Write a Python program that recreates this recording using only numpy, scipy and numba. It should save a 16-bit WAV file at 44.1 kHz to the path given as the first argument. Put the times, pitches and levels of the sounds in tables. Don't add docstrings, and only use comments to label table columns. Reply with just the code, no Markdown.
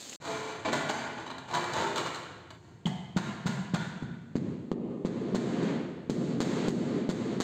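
import sys
import numpy as np
from scipy import signal
from scipy.fft import rfft, irfft
from scipy.io import wavfile
from scipy.ndimage import uniform_filter1d, minimum_filter1d
from numba import njit

SR = 44100
rng = np.random.default_rng(int(sys.argv[2]) if len(sys.argv) > 2 else 0)


def waveform_to_disk(signal):
    frames = np.transpose(np.atleast_2d(signal))
    scaled = np.clip(frames, -1, 1) * 32767
    samples = np.round(scaled).astype(np.int16)
    wavfile.write(sys.argv[1], SR, samples)


N = 327663
T = np.arange(N) / SR

# (frequency [Hz], gain [dB])
SCRAPE_SPECTRUM = [(40, -24), (90, -30.5), (150, 2.5), (220, -7.5), (500, 2), (1000, -10), (1900, -17),
                   (2700, -23.5), (4200, -16.5), (7000, -17), (15000, -28.5)]


def undb(db):
    return 10 ** (np.asarray(db) / 20)


def unit(x):
    return x / np.sqrt(np.mean(x ** 2))


def fade(t, t60):
    return np.exp(-np.log(1000) * t / t60)


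def add(track, s, x):
    i = max(int(s * SR), 0)
    track[i:i + len(x)] += x[:N - i]


def through(x, response):
    return signal.fftconvolve(x, response)[:len(x)]


def shape(points, size=4096):
    hz, db = np.transpose(points)
    log_hz = np.log(np.fft.rfftfreq(size, 1 / SR) + 1)
    gain = undb(np.interp(log_hz, np.log(hz), db))
    cepstrum = irfft(np.log(gain))
    cepstrum[1:size // 2] *= 2
    cepstrum[size // 2 + 1:] = 0
    return irfft(np.exp(rfft(cepstrum)))


def resonances(modes, size=4096):
    out, t = np.zeros(size), T[:size]
    for hz, width, db in modes:
        ring = np.real((1 + .5j * width / hz) * np.exp((2j * hz - width) * np.pi * t))
        out += undb(db) * 2 * np.pi * width / SR * ring
    return out


def pings(notes):
    out, t = np.zeros(N), T[:SR]
    for s, db, hz, t60 in notes:
        add(out, s, undb(db) * np.sin(2 * np.pi * hz * t) * fade(t, t60))
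    return out


def grains(per_s, spread_db):
    happens = rng.random(N) < per_s / SR
    polarity = rng.choice([-1, 1], N)
    size = undb(spread_db * np.minimum(rng.exponential(size=N), np.pi))
    return unit(happens * polarity * size)


def brighten(x, treble_db, corner_hz=2200):
    low = signal.lfilter(*signal.butter(1, corner_hz, fs=SR), x)
    return low + undb(treble_db) * (x - low)


def room_tone(level_db=-56):
    # (frequency [Hz], gain [dB])
    air_spectrum = [(25, -45), (100, -14), (350, 20), (600, -0.5), (2000, -12), (7000, -16.5),
                    (15000, -18.5)]
    return undb(level_db) * unit(through(rng.standard_normal(N), shape(air_spectrum)))


def reflections(wet_db=-37, standing_db=-70, standing_t60=0.71,
                build_s=0.0031, early_db=-34, early_t60=0.01):
    # (frequency [Hz], t60 [s], relative level [dB])
    reverb_bands = [(49, 0.43, -14.5), (95, 0.77, 12.5), (182, 1.45, 1.5), (422, 1.27, 2.5),
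                    (1113, 1.203, 0), (2000, 1.363, 3.5), (4300, 1.046, -0.5), (7860, 0.8, 1.5),
                    (15000, 0.69, 0)]
    # (frequency [Hz], relative level [dB])
    standing_waves = [(96, -26), (133, 2), (157, 2.5), (189, 2), (235, 16), (281, 2.5), (347, 12.5),
                      (401, 16)]
    t = T[:2 * SR]
    centres_hz, t60s, levels_db = np.transpose(reverb_bands)
    noise = rfft(rng.standard_normal(len(t)))
    log_hz = np.log(np.fft.rfftfreq(len(t), 1 / SR) + 1)
    tail = np.zeros(len(t))
    for pick, t60, db in zip(np.eye(len(centres_hz)), t60s, levels_db):
        band = irfft(noise * np.interp(log_hz, np.log(centres_hz), pick))
        tail += undb(wet_db + db) * band * fade(t, t60)
    for hz, db in standing_waves:
        wave = np.sin(2 * np.pi * (hz * t + rng.random()))
        tail += undb(standing_db + db) * wave * fade(t, standing_t60)
    scatter = signal.lfilter(*signal.butter(2, 500, "high", fs=SR), rng.standard_normal(len(t)))
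    build_up = 1 - np.exp(-(t / build_s) ** 2)
    return (tail + undb(early_db) * scatter * fade(t, early_t60)) * build_up


def bathroom(direct, send, spots=4):
    # (delay [ms], gain [dB])
    echoes = [(5.3, -31.5), (11.4, -14)]
    out = direct.copy()
    for ms, db in echoes:
        add(out, ms / 1000, undb(db) * direct)
    for k in range(spots):
        share = np.sqrt(2 / spots) * np.cos(np.pi * (k // 2 + 1) * T + k * np.pi / 2)
        out += share * through(send, reflections())
    return out


def clothes(band_hz=(90, 165), rub_db=-46, swell_db=-37.5, swell_s=1.79, spread_s=0.053):
    bandpass = signal.butter(2, band_hz, "band", fs=SR, output="sos")
    rub = unit(signal.sosfilt(bandpass, rng.standard_normal(N)))
    swell = np.exp(-((T - swell_s) / spread_s) ** 2)
    return rub * (undb(rub_db) + undb(swell_db) * swell)


def squeegee(swish_db=-41, drop_t60=0.0051):
    # (frequency [Hz], gain [dB])
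    swish_spectrum = [(40, -20), (130, -6), (260, 0), (600, -8.5), (1200, -16), (2600, -15.5),
                      (4200, -10.5), (7000, -10.5), (10000, -11.5), (15000, -17)]
    # (time [s], level [dB], pitch [Hz])
    drops = [(.0175, -39, 6800), (0.0963, -26, 6600), (0.128, -29, 2840), (.131, -30.5, 2000)]
    fizz = unit(through(grains(per_s=3200, spread_db=2.5), shape(swish_spectrum)))
    return undb(swish_db) * fizz + pings([(*drop, drop_t60) for drop in drops])


def squeal(attack_s=0.033, release_s=0.054, sag_db_per_s=14, waver=0.0039):
    # (time [s], length [s], pitch [Hz], level [dB])
    notes = [(.265, .374, 436, -32), (.255, .15, 668, -32.5), (1.55, 0.2, 352, -34.5)]
    out, t = np.zeros(N), T[:SR]
    for s, length, pitch_hz, db in notes:
        gate = np.clip(np.minimum(t / attack_s, (length - t) / release_s), 0, 1)
        drift = unit(uniform_filter1d(rng.standard_normal(len(t)), size=900))
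        phase = 2 * np.pi * np.cumsum(pitch_hz * (1 + waver * drift)) / SR
        add(out, s, gate * undb(db - sag_db_per_s * t) * np.sin(phase))
    return out


def ceramic(contacts, s, uneven_db=1.5, laid_s=1.7, detune=0.05):
    # (frequency [Hz], width [Hz], gain [dB])
    tile_modes = [(269, 4.3, 6.5), (334, 50, 0), (676, 146, -0.5), (863, 101, 0.5), (982, 86, -0.5),
                  (1066, 21, -8), (1397, 47, -2.5), (1614, 49, -11), (1753, 8.3, -7.5), (2020, 25, -30),
                  (2315, 23, -5), (2950, 300, -14), (3475, 84, -11.5), (3820, 99, -10.5), (4060, 96, -14.5),
                  (4640, 16, -17), (6250, 26, -11)]
    hz, width, db = np.transpose(tile_modes)
    shift, favour = rng.standard_normal((len(tile_modes), 2)).T
    if s > laid_s:
        hz = hz * (1 + detune * shift)
    return through(contacts, resonances(zip(hz, width, db + uneven_db * favour)))


def grinding(ring_db=12, scrape_db=10, settle_db=-16.5, settle_t60=1):
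    # (time [s], relative level [dB], length [s], treble [dB])
    shoves = [(0.2, -37.5, 0.2, -3.5), (0.258, -37.5, 0.094, -11), (0.395, -39.5, 0.15, -10),
              (0.647, -25.5, 0.034, -21), (0.722, -21.5, 0.025, -6.5), (0.887, -23, 0.029, -7.5),
              (1.174, -38, 0.042, -21), (1.471, -35, 0.2, -9.5), (1.54, -31, 0.029, -10),
              (1.717, -29.5, 0.13, -8.5), (1.769, -33, 0.02, -22), (1.961, -27, 0.033, -10),
              (2.053, -31.5, 0.025, -6), (2.565, -59, 0.15, -6)]
    out, t = np.zeros(N), T[:SR]
    grit, scrape = grains(per_s=1800, spread_db=3.0), shape(SCRAPE_SPECTRUM)
    for s, db, length, treble_db in shoves:
        progress = t / length
        push = 2 * np.e * progress * np.exp(-2 * progress) * np.exp(-(progress / 2) ** 4)
        settle = undb(settle_db) * (1 - np.exp(-progress)) * fade(t, settle_t60)
        grit = np.roll(grit, len(t) // 2)
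        contacts = undb(db) * brighten((push + settle) * grit[:len(t)], treble_db)
        add(out, s, undb(ring_db) * ceramic(contacts, s) + undb(scrape_db) * through(contacts, scrape))
    return out


def clacks(ring_db=15, crack_db=-2, rise_s=0.0022, t60=0.029):
    # (time [s], relative level [dB], treble [dB])
    knocks = [(.649, -27.5, -22), (.656, -18, -23), (.693, -22, -16), (.733, -35, -9), (.9015, -21.5, -6),
              (.908, -15.5, -2), (1.262, -28, -8), (1.275, -26, -19), (1.301, -24, -7), (1.311, -24, -13),
              (1.381, -29.5, -0.5), (1.538, -25, 6), (1.547, -20, 2), (1.569, -23, -8), (1.64, -26, -2),
              (1.734, -28.5, 8), (1.958, -27, 10), (1.978, -21, 4.5), (2.144, -30, 5), (2.156, -33, 6),
              (2.504, -32, 2), (3.182, -18, -8.5), (3.472, -28, 5), (3.752, -28, -0.5), (3.763, -25, -5)]
    out, t, scrape = np.zeros(N), T[:SR // 8], shape(SCRAPE_SPECTRUM)
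    envelope = (1 - np.exp(-t / rise_s)) * fade(t, t60)
    for s, db, treble_db in knocks:
        crush = rng.choice([-1., 1.], len(t))
        contacts = undb(db) * brighten(crush * envelope, treble_db)
        add(out, s, undb(ring_db) * ceramic(contacts, s) + undb(crack_db) * through(contacts, scrape))
    return out


def clinks():
    # (time [s], level [dB], pitch [Hz], t60 [s])
    notes = [(.655, -36, 229, 0.6), (.655, -26.5, 660.5, 0.5), (.652, -31, 2304, 0.11),
             (.9, -35.5, 228.6, .75), (.903, -22, 1410, 0.06), (.905, -26, 1500, 0.06),
             (1.535, -27, 980, 0.37), (2.86, -37, 2060, .06), (2.868, -27.5, 884, 0.055),
             (2.865, -33.5, 728, 0.08), (2.869, -31, 3130, .022), (3.171, -25, 900, .05),
             (3.172, -26, 1430, .04), (3.176, -32, 1814, .05), (3.468, -27.5, 1430, .04),
             (3.749, -26, 1480, .04), (3.757, -24, 1400, .035), (3.752, -26, 3600, .012)]
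    return pings(notes)


def corner_snap(start_s=2.8575, level_db=-23, start_hz=3330, rise_s=0.0011, sag_hz_per_s=97000):
    t = np.maximum(T - start_s, 0)
    envelope = t / rise_s * np.exp(1 - t / rise_s)
    phase = 2 * np.pi * (start_hz - sag_hz_per_s * t / 2) * t
    return undb(level_db) * envelope * np.sin(phase)


def looseness(s, sinks_from_s=3.85, time_constant_s=0.31, at_last=0.13):
    left = np.exp(-max(s - sinks_from_s, 0) / time_constant_s)
    return at_last + left * (1 - at_last)


def rocking(t, loose, rock_hz=177, longest_s=0.016):
    progress = np.minimum(t / (longest_s * loose), 1)
    arch = 2 * np.sqrt(progress * (1 - progress))
    return -loose * arch * np.cos(2 * np.pi * rock_hz * t)


def chatter(t, loose, bedded_t60=0.073, loose_t60=0.058, flex_hz=185, depth=0.75, rise_s=0.0037):
    t60 = bedded_t60 + loose * (loose_t60 - bedded_t60)
    flex = 1 + depth * np.cos(2 * np.pi * flex_hz * t)
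    attack = 1 - np.exp(-t / (rise_s * (1 + 2 * loose)))
    return fade(t, t60) * flex * attack


def air_puff(force, s, around_s=4.62, spread_s=0.37, hz=39.7, gain_db=-17):
    driven = np.exp(-((s - around_s) / spread_s) ** 2)
    return driven * through(force, resonances([(hz, hz, gain_db)]))


def mallet(knock_db=-10, hollow_db=-5, rocking_db=-9, grit_db=-9, ring_db=-4, open_edge_db=2.5):
    # (time [s], force [dB], contact [ms], edge rattle re force [dB], onset re rattle [dB],
    # rattle treble [dB], reverb send [dB])
    blows = [(2.8546, -8.5, 3.1, -2, -19, 1, -1.5), (3.163, -2, 3.7, 1, -30, -4.5, -4),
             (3.4572, -5.5, 4.7, 1, -30, -2.5, -1.5), (3.7365, -4, 3.27, 3.5, -34, -5, -4),
             (4.0238, -7, 7.5, -19, -4, -10, -1), (4.355, 10, 3.3, -19, -11, -9, -6),
             (4.716, 13, 1.7, -29, 7, -27, -6), (5.0492, 27.5, 2.34, -15, -22, -9.5, -3),
             (5.3465, 23, 1.9, -10, -32, -6, -3), (5.628, -2.5, 1.06, -14, -6, -7, 1),
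             (6.0968, 14.5, 2.51, -15, -6.5, 0, -2), (6.404, 19.5, 1.76, -8.5, -4, -2.5, -0.5),
             (6.683, 19, 2.43, -17, 0, -1, -2.5), (7.0905, 15.5, 2.56, -11, -7.5, -5, -2.5),
             (7.402, 21, 1.74, -6.5, -12, -0.5, -0.5)]
    # (frequency [Hz], gain [dB])
    slab_spectrum = [(35, -7.5), (80, -26), (130, -2.5), (185, 6), (270, 5.5), (480, 4), (780, -5.5),
                     (1230, -1.5), (1750, -32), (2250, -18), (3000, -6), (15000, -30)]
    # (frequency [Hz], gain [dB])
    crunch_spectrum = [(40, -29), (150, -1.5), (450, 6.5), (800, 6.5), (1600, 0), (2700, -6.5),
                       (4200, -1.5), (7000, -5.5), (15000, -15.5)]
    direct, send, t = np.zeros(N), np.zeros(N), T[:SR // 6]
    grit = grains(per_s=7800, spread_db=11.0)
    slab, crunch = shape(slab_spectrum), shape(crunch_spectrum)
    for k, (s, db, contact_ms, rattle_db, onset_db, treble_db, send_db) in enumerate(blows):
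        contact_s, loose = contact_ms / 1000, looseness(s)
        squeeze = 4.2 * t / contact_s
        force = -squeeze * np.exp(1 - squeeze)
        knock = undb(knock_db + loose * hollow_db) * through(force, slab)
        thud = knock + undb(rocking_db) * rocking(t, loose) + air_puff(force, s)
        rattle = chatter(t, loose) * grit[k * len(t):(k + 1) * len(t)]
        strength = np.linalg.norm(rattle)
        onset = undb(onset_db) * strength * signal.unit_impulse(len(t))
        splash = undb(loose * open_edge_db) * strength * signal.unit_impulse(len(t), len(t) // 16)
        for track, clicks, level_db in ((direct, rattle + onset, db), (send, splash, db + send_db)):
            contacts = undb(rattle_db) * brighten(clicks, treble_db)
            crushed = undb(grit_db) * through(contacts, crunch)
            ring = loose * undb(ring_db) * ceramic(contacts, s)
            add(track, s, undb(level_db) * thud)
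            add(track, s + contact_s / 2, undb(level_db) * (crushed + ring))
    return direct, send


def scene(squeegee_end_s=0.161, tiling_start_s=0.201, laying_end_s=2.6, fade_s=0.04, snap_send_db=-6.5):
    handling = grinding() + clacks() + clinks()
    snap = corner_snap()
    blows, blows_send = mallet()
    direct = handling + snap + blows
    send = handling + undb(snap_send_db) * snap + blows_send
    laying_fade = np.clip((laying_end_s - T) / fade_s, 0, 1)
    tapping_gate = T >= laying_end_s - fade_s
    laying = laying_fade * bathroom(direct, send)
    tapping = bathroom(tapping_gate * direct, tapping_gate * send)
    tiling = laying + tapping + squeal() + clothes() + room_tone()
    return (squeegee() * (T < squeegee_end_s) + tiling * (T > tiling_start_s))[None]


@njit
def held_peak(magnitude, ceiling, release):
    out, held = np.empty(len(magnitude)), ceiling
    for i in range(len(magnitude)):
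        held = max(magnitude[i], held * release, ceiling)
        out[i] = held
    return out


def limiter(x, ceiling_db=-16, release_db_per_s=62, window=65):
    ceiling, release = float(undb(ceiling_db)), float(undb(-release_db_per_s / SR))
    gain = ceiling / held_peak(np.abs(x), ceiling, release)
    return x * uniform_filter1d(minimum_filter1d(gain, window), window)


def record(dry):
    # (frequency [Hz], gain [dB])
    mic_response = [(20, -11), (4650, -1), (4850, -7), (6050, -7), (6250, -1), (7650, 0), (7850, -7.5),
                    (8480, -4.5), (8700, -21), (15500, -16)]
    limited = limiter(through(dry[0], shape(mic_response)))
    lowpass = signal.ellip(8, .2, 70, 15500, fs=SR, output="sos")
    return signal.sosfilt(lowpass, limited)[None]


dry = scene()
out = record(dry)
waveform_to_disk(out)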